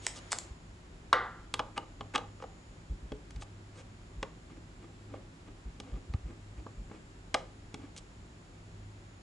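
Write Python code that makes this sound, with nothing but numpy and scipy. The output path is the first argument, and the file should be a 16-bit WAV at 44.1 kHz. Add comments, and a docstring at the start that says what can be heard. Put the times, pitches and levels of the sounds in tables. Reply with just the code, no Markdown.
"""Bright snaps and skids as a screwdriver is picked up off a bench, in a small room. A knock sets an open
steel chassis ringing; close by, the tip seats in a small screw, ticks and scrapes as it turns, then slips
out. Each tap rings the bracket, flexes the front panel and leaves the steel sheet humming. The hand that
holds the microphone thumps softly on it. Behind lie room air, a low hum and a thin electrical whine."""
import sys
import numpy as np
from scipy import signal
from scipy.fft import rfft, irfft, next_fast_len
from scipy.io import wavfile
from scipy.ndimage import map_coordinates

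SR = 44100
rng = np.random.default_rng(int(sys.argv[2]) if len(sys.argv) > 2 else 0)


def master_out(mix):
    """Clip the mix to full scale and print it as 16-bit PCM to the path in sys.argv[1]."""
    frames = np.transpose(np.atleast_2d(mix))
    ceiling = np.clip(frames, -1, 1)
    pcm = np.round(ceiling * 32767).astype(np.int16)
    wavfile.write(sys.argv[1], SR, pcm)


N = 406593

# resonances of the bracket: pitch_hz, width_hz, gain_db
BRACKET_MODES = [(502, 74, 3), (702, 98, -4), (795, 72, 0.5), (1207, 117, 1.5), (1630, 230, -4),
                 (2230, 280, -2), (2636, 230, -3), (2913, 73, 1), (3280, 142.5, 0), (3900, 480, -4.5),
                 (4600, 350, -4), (5130, 450, -4.5), (6300, 510, -4), (7050, 340, -4), (8160, 540, -6),
                 (10540, 866, -20.5)]
# the steel sheet's crowd of weak modes: frequency_hz, density_db
SHEET_SPECTRUM = [(120, -56), (200, -25.5), (304, -16), (398, -11.5), (511, -3.5), (647, -14), (752, -6.5),
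                  (1330, -4.5), (1800, -9.5), (1990, -6.5), (2390, -26), (3520, -21), (11000, -46),
                  (14300, -81), (22000, -120)]
# how long the sheet rings: frequency_hz, t60_s
SHEET_DECAY = [(300, 0.497), (1200, 0.52), (3000, 0.47), (8000, 0.13)]
# the screw turns in its thread: start_s, length_s
SCREW_TURNS = [(4.494, 0.037), (4.558, 0.021), (4.805, 0.052), (5.084, 0.12), (5.459, 0.036), (5.813, .13),
               (5.921, 0.081), (6.243, 0.082), (6.558, 0.05), (6.89, 0.11), (7.758, .13)]


def chassis_knock(start_s=1.1282, level_db=-7.5, push_hz=1130, push_s=0.00123):
    """A short push on the panel, then the long ring of the whole chassis."""
    # strong modes of the chassis: pitch_hz, gain_db, t60_s
    chassis_modes = [(518, -10, 0.26), (520, -5, 0.25), (609.4, -15.5, 0.37), (746, -9.5, 0.6),
                     (904.6, -8, 0.34), (950, -16.5, .35), (1037, -6.5, 0.37), (1191, 3.5, .45),
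                     (1300, -10, 0.34), (1357, 5, 0.28), (1380, -4, 0.7), (1397, -4.5, 0.44),
                     (1470, -4, .35), (1560, -11, .42), (1596, -9.5, 0.39), (1654, -8.5, 0.52),
                     (1930, -12.5, 0.22), (1952, -8.5, 0.37), (2140, -13, 0.42), (2972, -12.5, 0.19),
                     (3625, -19, .4), (4740, -21, 0.301)]
    t = np.arange(SR // 2) / SR
    u = t / push_s
    push = u ** 2 * np.exp(2 * (1 - u)) * np.sin(2 * np.pi * push_hz * t)
    modes = sum(amp(db - 60 * t / t60) * np.sin(2 * np.pi * (hz * t + rng.random()))
                for hz, db, t60 in chassis_modes)
    sheet = filtered(dying_noise(SHEET_DECAY), lambda hz: amp(along(SHEET_SPECTRUM, hz)))[:, :len(t)]
    sheet = spread(sheet / np.std(sheet[:, :SR // 50]), side_db=-21)
    ring = (amp(-26) * modes + amp(-21) * sheet) * (1 - np.exp(-t / .002))
    out = np.zeros((2, N))
    add(out, start_s, amp(level_db) * (push + ring))
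    return out


def tip_taps(detune=0.012, vary_db=1.5, top_loss_db=10, sheet_db=-21):
    """The tip strikes the screw head: the bracket rings, the panel thuds and the sheet hums on."""
    # steel on steel: start_s, level_db, hardness_db (gain per band upwards), knock_hz, thud_db
    strikes = [(1.1285, -27, -2, 1180, -47), (1.539, -30, 4, 1200, -47.5), (1.5922, -34, -4.5, 844, -50),
               (1.598, -42.5, -9.5, 800, -44.5), (1.7763, -35, -2, 810, -47.5),
               (2.0078, -45.5, -6.5, 1130, -46.5), (2.149, -35.5, -3.5, 1160, -46),
               (2.157, -27, -1, 1240, -47), (2.178, -38.5, -1, 786, -50), (2.4, -63, -11.5, 630, -66),
               (2.4224, -55.5, -13.5, 597, -61), (2.438, -61, -19, 536, -58), (3.1193, -49, -3, 550, -40),
               (3.306, -55.5, 8, 620, -67), (3.36, -56.5, 6.5, 650, -62), (3.4205, -48.5, 0, 750, -61),
               (4.2277, -37, -1.5, 746, -43), (5.138, -60.5, -18.5, 555, -51.5), (5.8, -45, 6, 500, -47.5),
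               (6.137, -49.5, -3.5, 1280, -51), (6.664, -64.5, -20, 1008, -48), (6.913, -61, -10, 960, -48),
               (7.342, -26.5, 4, 940, -41), (7.3458, -31.5, -1.5, 790, -48), (7.742, -44.5, 5.5, 840, -44),
               (7.963, -52.5, 10, 770, -70), (7.977, -54, 16, 680, -75)]
    # the front panel flexes: pitch_hz, gain_db, t60_s
    panel_modes = [(169.7, -13.5, 0.066), (221, -7, 0.12), (274.3, 2, 0.087), (325, -7.5, .09),
                   (405.3, -4, 0.16)]
    out, t = np.zeros((2, N)), np.arange(SR // 12) / SR
    for start, level_db, hardness_db, knock_hz, thud_db in strikes + thread_catches():
        low_db = level_db - hardness_db
        levels = (low_db, level_db, level_db + hardness_db - top_loss_db)
        # the pressure of the blade shifts and reweights the modes at every contact
        modes = [(hz * (1 + detune * rng.standard_normal()), width, db + vary_db * rng.standard_normal())
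                 for hz, width, db in BRACKET_MODES]
        tick = contact(levels, modes, knock_hz, chatter_db=-19, hold_s=0.0023, t60_s=0.0167, span_s=0.006)
        panel = sum(amp(db - 60 * t / t60) * np.sin(2 * np.pi * hz * t * (1 + .03 * rng.standard_normal()))
                    for hz, db, t60 in panel_modes)
        thud = amp(thud_db + 2.5) * panel * (1 - t / t[-1])
        add(out, start, in_room(tick + thud, wet_db=-9, treble_db=-7))
        add(out, start, amp(low_db + sheet_db) * sheet_hum())
    return out


def contact(levels, modes, knock_hz, chatter_db, hold_s, t60_s, span_s, knock_width_hz=560):
    """Hard surfaces strike, chatter and ring the modes; levels are band rms in dB over the first span_s."""
    # low, middle and top of a blow: low_hz, high_hz
    blow_bands = [(400, 1400), (1400, 4500), (4500, 13000)]
    t = np.arange(SR // 12) / SR
    force = rng.standard_normal(len(t)) * amp(chatter_db - 60 * np.maximum(t - hold_s, 0) / t60_s)
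    force[SR // 2000] += 1  # the strike itself
    ring = resonate(force, modes)
    low, middle, top = [band(ring, edges) for edges in blow_bands]
    low = resonate(low, [(knock_hz, knock_width_hz, 0)])  # the place of contact favours some low modes
    return mix_bands(levels, (low, middle, top), int(span_s * SR))


def sheet_hum(damping_db_per_s=70, corner_hz=900):
    """The low crowd of the sheet's modes, damped by the tool that leans on it."""
    ring = filtered(dying_noise(SHEET_DECAY),
                    lambda hz: amp(along(SHEET_SPECTRUM, hz)) / (1 + (hz / corner_hz) ** 2))
    ring *= amp(-damping_db_per_s * np.arange(ring.shape[1]) / SR)
    return spread(ring / np.std(ring[:, :SR // 50]), side_db=-13)


def thread_catches(mean_gap_s=.06):
    """The thread catches at random moments of a turn: rows for faint taps of the tip."""
    # one catch: level_db, hardness_db, knock_hz, thud_db
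    catch = (-68, -7, 700, -56.5)
    return [(start + length * rng.random(), *catch)
            for start, length in SCREW_TURNS for _ in range(round(length / mean_gap_s))]


def tool_pickup():
    """The tool snaps against the bench, farther from the microphone and so with more room."""
    # sharp contacts: start_s, low_db, middle_db, top_db
    snaps = [(.066, -34.5, -30.5, -27), (.075, -60, -56, -50), (0.319, -35.5, -44, -30),
             (0.3224, -65, -33.5, -34), (0.3287, -30.5, -34, -32.5), (.386, -49, -42.5, -33.5)]
    # resonances of the screwdriver: pitch_hz, width_hz, gain_db
    tool_modes = [(830, 470, -15.5), (2170, 560, -7.5), (5200, 3300, -5), (7880, 1380, 1.5)]
    out = np.zeros((2, N))
    for start, *levels in snaps:
        snap = contact(levels, tool_modes, knock_hz=860, knock_width_hz=2200,
                       chatter_db=-18.5, hold_s=0.0012, t60_s=0.011, span_s=0.0041)
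        add(out, start, in_room(snap, wet_db=-6, treble_db=-2))
    return out


def scrapes(grain_db=3, slip_share=0.18, skid_flex_db=-9.5):
    """Each skid or turn is a swell of tiny slips of uneven size that drive the bracket."""
    # the steel shaft skids: start_s, length_s, rub_db, grit_over_rub_db
    shaft_skids = [(0.01, 0.072, -65, 10), (0.14, 0.058, -56, 4), (0.303, 0.019, -58, 8.5),
                   (1.757, 0.025, -44.5, -18), (2.133, .029, -39.5, -13), (2.406, .038, -59, -9),
                   (3.398, .042, -60, 3.5), (3.737, 0.092, -58.5, -5), (7.961, 0.036, -61, 7.5)]
    # every turn takes the same effort: flex_db, rub_db, grit_db
    turn_levels = (-57, -65, -78)
    # flexing sheet, rub and grit: low_hz, high_hz
    scrape_bands = [(235, 316), (500, 2750), (2000, 22000)]
    skids = [(start, length, db + skid_flex_db, db, db + grit_db)
             for start, length, db, grit_db in shaft_skids]
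    turns = [(start, length, *turn_levels) for start, length in SCREW_TURNS]
    out = np.zeros((2, N))
    for start, length, *levels in skids + turns:
        n = int(length * SR)
        slips = rng.standard_normal(n) * amp(grain_db * np.minimum(rng.exponential(size=n), 4))
        slips *= rng.random(n) < slip_share
        swell = np.sin(np.pi * np.linspace(0, 1, n) ** 1.22)
        rub = resonate(np.pad(slips * swell, (0, SR // 20)), BRACKET_MODES)
        stroke = mix_bands(levels, [band(rub, edges) for edges in scrape_bands], n)
        add(out, start, in_room(stroke, wet_db=-5.5, treble_db=-10))
    return out


def handling(rub_db=-15):
    """The grip shifts on the microphone: a few soft low cycles with a dull rub."""
    # thumps of the hand: start_s, level_db, length_s
    thumps = [(0.503, -41, 0.033), (2.89, -30.5, 0.061), (3.014, -37.5, 0.06), (3.106, -38, 0.059),
              (3.343, -35, 0.06), (4.155, -36, 0.073), (5.645, -34, 0.054), (5.914, -31.5, 0.063),
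              (6.088, -34.5, 0.036), (6.142, -21.5, 0.017), (6.233, -33, 0.046), (6.567, -37, 0.051),
              (6.764, -36, 0.082)]
    out, t = np.zeros(N), np.arange(SR // 4) / SR
    for start, db, length in thumps:
        hz = 54.7 * (0.075 / length) ** 0.36  # a shorter thump is higher
        u = t / (0.46 * length)
        swell = u ** 3 * np.exp(3 * (1 - u))
        sway = np.sin(2 * np.pi * hz * t * (1.1 - 0.088 * np.minimum(u, 4)))
        rub = unit(band(rng.standard_normal(len(t)), (35, 170), order=2))
        add(out, start, amp(db) * swell * (sway + amp(rub_db) * rub))
    return out


def electrics(hum_gain_db=-0.5, hum_waver_db=1, whistle_gain_db=4, buzz_gain_db=1):
    """A low wavering hum, a thin whistle and a high buzz whose lines are spaced by mains ripple."""
    # the hum swells and fades: time_s, level_db
    hum_levels = [(0.0, -54), (0.56, -66.5), (1.56, -58), (2.2, -56.5), (3.24, -65), (3.4, -54.1),
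                  (4.0, -53.5), (4.68, -64.5), (5.12, -49), (5.36, -62.5), (6.72, -52), (7.04, -65),
                  (7.2, -57), (8.52, -61.5), (8.88, -48.5), (9.2, -61)]
    # the whistle comes and goes: time_s, level_db
    whistle_levels = [(0.0, -68), (0.64, -81), (0.88, -87.5), (2.68, -78), (3.24, -92.5), (4.16, -82),
                      (5.64, -90.0), (5.92, -82), (6.48, -89.6), (6.64, -80), (7.04, -86), (9.2, -81)]
    # the buzz drifts: time_s, level_db
    buzz_levels = [(0.5, -79), (1.37, -82), (4.12, -79), (5.23, -84), (6.06, -78), (8.15, -78.5),
                   (8.49, -84), (9.22, -81.5)]
    # lines of the buzz: pitch_hz, gain_db
    buzz_lines = [(6720, -13), (6961, -6.5), (7080, -10.5), (7200, -13), (7321, -12.5), (7440, -4.5),
                  (7558, -5), (7680, -11.5), (8160, -13)]
    hum_db = over_time(hum_levels) + hum_gain_db + hum_waver_db * wobble(3.8)
    hum = amp(hum_db) * tone(102.2, waver_rad=.7) + amp(-66) * tone(166, waver_rad=0.89)
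    whistle = amp(over_time(whistle_levels) + whistle_gain_db) * tone(6842, waver_rad=0.65)
    buzz = sum(amp(db + 2.6 * wobble(2.033)) * tone(hz, waver_rad=0.91) for hz, db in buzz_lines)
    return hum + whistle + amp(over_time(buzz_levels) + buzz_gain_db) * buzz


def room_tone(rumble_db=-53.5, drift_db=0.2, hiss_db=-66, rustle_db=-62.5, rustle_s=0.43, fade_s=0.18):
    """Low drifting rumble near the centre, and a wide soft hiss that is stronger during the pick-up."""
    # the air of the room: frequency_hz, density_db
    air_spectrum = [(12, -45), (20, -17), (43, 1.5), (71, -6), (106, -6), (130, -10.5), (165, -10.5),
                    (194, -12), (385, -15), (451, -23.5), (501, -23), (1140, -30), (6320, -41.5),
                    (6840, -43), (11000, -51), (14300, -97), (22000, -120)]
    # its stereo width: frequency_hz, side_over_middle_db
    air_width = [(60, -22), (110, -19), (190, -16.5), (350, -9.5), (620, -1.5), (1110, 1), (2000, 2),
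                 (3570, -0.5), (6400, -2.5), (11000, -5.5)]
    air = filtered(rng.standard_normal((2, N)),
                   lambda hz: amp(along(air_spectrum, hz) + np.array([0 * hz, along(air_width, hz)])))
    low = filtered(air, lambda hz: 1 / (1 + (hz / 550) ** 4))
    high = air - low
    rumble = amp(rumble_db + drift_db * wobble(1.48)) * low / np.std(low[0])
    rustle = amp(rustle_db) * np.clip(1 - (np.arange(N) / SR - rustle_s) / fade_s, 0, 1)
    hiss = np.hypot(amp(hiss_db), rustle) * high / np.std(band(high[0], (900, 6000)))
    return spread(rumble + hiss, side_db=0)


def in_room(x, wet_db, treble_db):
    """A near sound and the small room's diffuse answer, which is fullest in the low middle."""
    # reverberation: frequency_hz, t60_s
    room_decay = [(200, .35), (600, 0.33), (2000, 0.32), (8000, 0.28)]
    colour = [(300, 0.99), (520, 2), (1200, -3), (2500, treble_db)]  # frequency_hz, gain_db
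    tail = filtered(dying_noise(room_decay), lambda hz: amp(along(colour, hz)))
    tail = spread(tail, side_db=-8) * amp(wet_db) / np.sqrt(SR / 40)
    response = np.pad(tail, ((0, 0), (SR // 200, 0)))
    response[:, 0] = 1  # the direct sound comes 5 ms ahead
    return signal.fftconvolve(x[None], response, axes=1)


def amp(db):
    return 10 ** (np.asarray(db) / 20)


def unit(x):
    return x / np.sqrt(np.mean(x ** 2) + 1e-20)


def along(points, hz):
    """Interpolate (frequency_hz, value) points on a log axis."""
    freqs, values = np.transpose(points)
    return np.interp(np.log(hz + 1), np.log(freqs + 1), values)


def over_time(points):
    """Interpolate (time_s, value) points at every sample."""
    return np.interp(np.arange(N) / SR, *np.transpose(points))


def wobble(rate):
    """A smooth random curve, rate knots a second."""
    return map_coordinates(rng.standard_normal(int(N * rate / SR) + 4), [np.arange(N) * rate / SR])


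def tone(hz, waver_rad):
    """A sine of rms 1 whose phase wanders."""
    return unit(np.sin(2 * np.pi * hz * np.arange(N) / SR + waver_rad * wobble(4.3)))


def dying_noise(t60s):
    """Two unrelated tails in which each frequency dies at its own speed."""
    hz, t, spectra = signal.stft(rng.standard_normal((2, SR // 2)), SR, nperseg=256)
    return signal.istft(spectra * amp(-60 * t / along(t60s, hz)[:, None]), SR, nperseg=256)[1]


def filtered(x, response):
    """x through a complex response of frequency."""
    n = x.shape[-1]
    size = next_fast_len(n + SR // 8)
    return irfft(rfft(x, size) * response(np.fft.rfftfreq(size, 1 / SR)), size)[..., :n]


def resonate(x, modes):
    """x through (pitch_hz, width_hz, gain_db) resonances of alternating sign."""
    return filtered(x, lambda f: sum(
        (-1) ** k * amp(db) * 1j * f * width / (hz * hz - f * f + 1j * f * width)
        for k, (hz, width, db) in enumerate(modes)))


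def band(x, edges, order=3):
    """Causal band-pass."""
    return signal.sosfilt(signal.butter(order, edges, 'band', fs=SR, output='sos'), x)


def mix_bands(levels, parts, n):
    """Sum the parts, each set to its rms level in dB over the first n samples."""
    return sum(amp(db) * part / np.std(part[:n]) for db, part in zip(levels, parts))


def add(track, start_s, x):
    """Mix x into the track."""
    i = max(round(start_s * SR), 0)
    track[..., i:i + x.shape[-1]] += x[..., :N - i]


def spread(pair, side_db):
    """Left and right from a middle and a side signal."""
    return pair[0] + amp(side_db) * np.array([pair[1], -pair[1]])


def scene():
    """The work at the bench, widened by a small phase lead of the left channel, over the background."""
    # phase of the left channel over the right: frequency_hz, lead_rad
    left_lead = [(0, 0), (1210, 0.6), (7060, 0.14), (11600, 0.36)]
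    work = tool_pickup() + tip_taps() + chassis_knock() + scrapes()
    work = filtered(work, lambda hz: np.exp(.5j * along(left_lead, hz) * np.array([[1], [-1]])))
    return work + handling() + room_tone() + electrics()


def record(dry):
    """The sound is cut off steeply above about 11 kHz."""
    limit_hz = 11200
    return filtered(dry, lambda hz: 1 / np.sqrt(1 + (hz / limit_hz) ** 100))


dry = scene()
out = record(dry)
master_out(out)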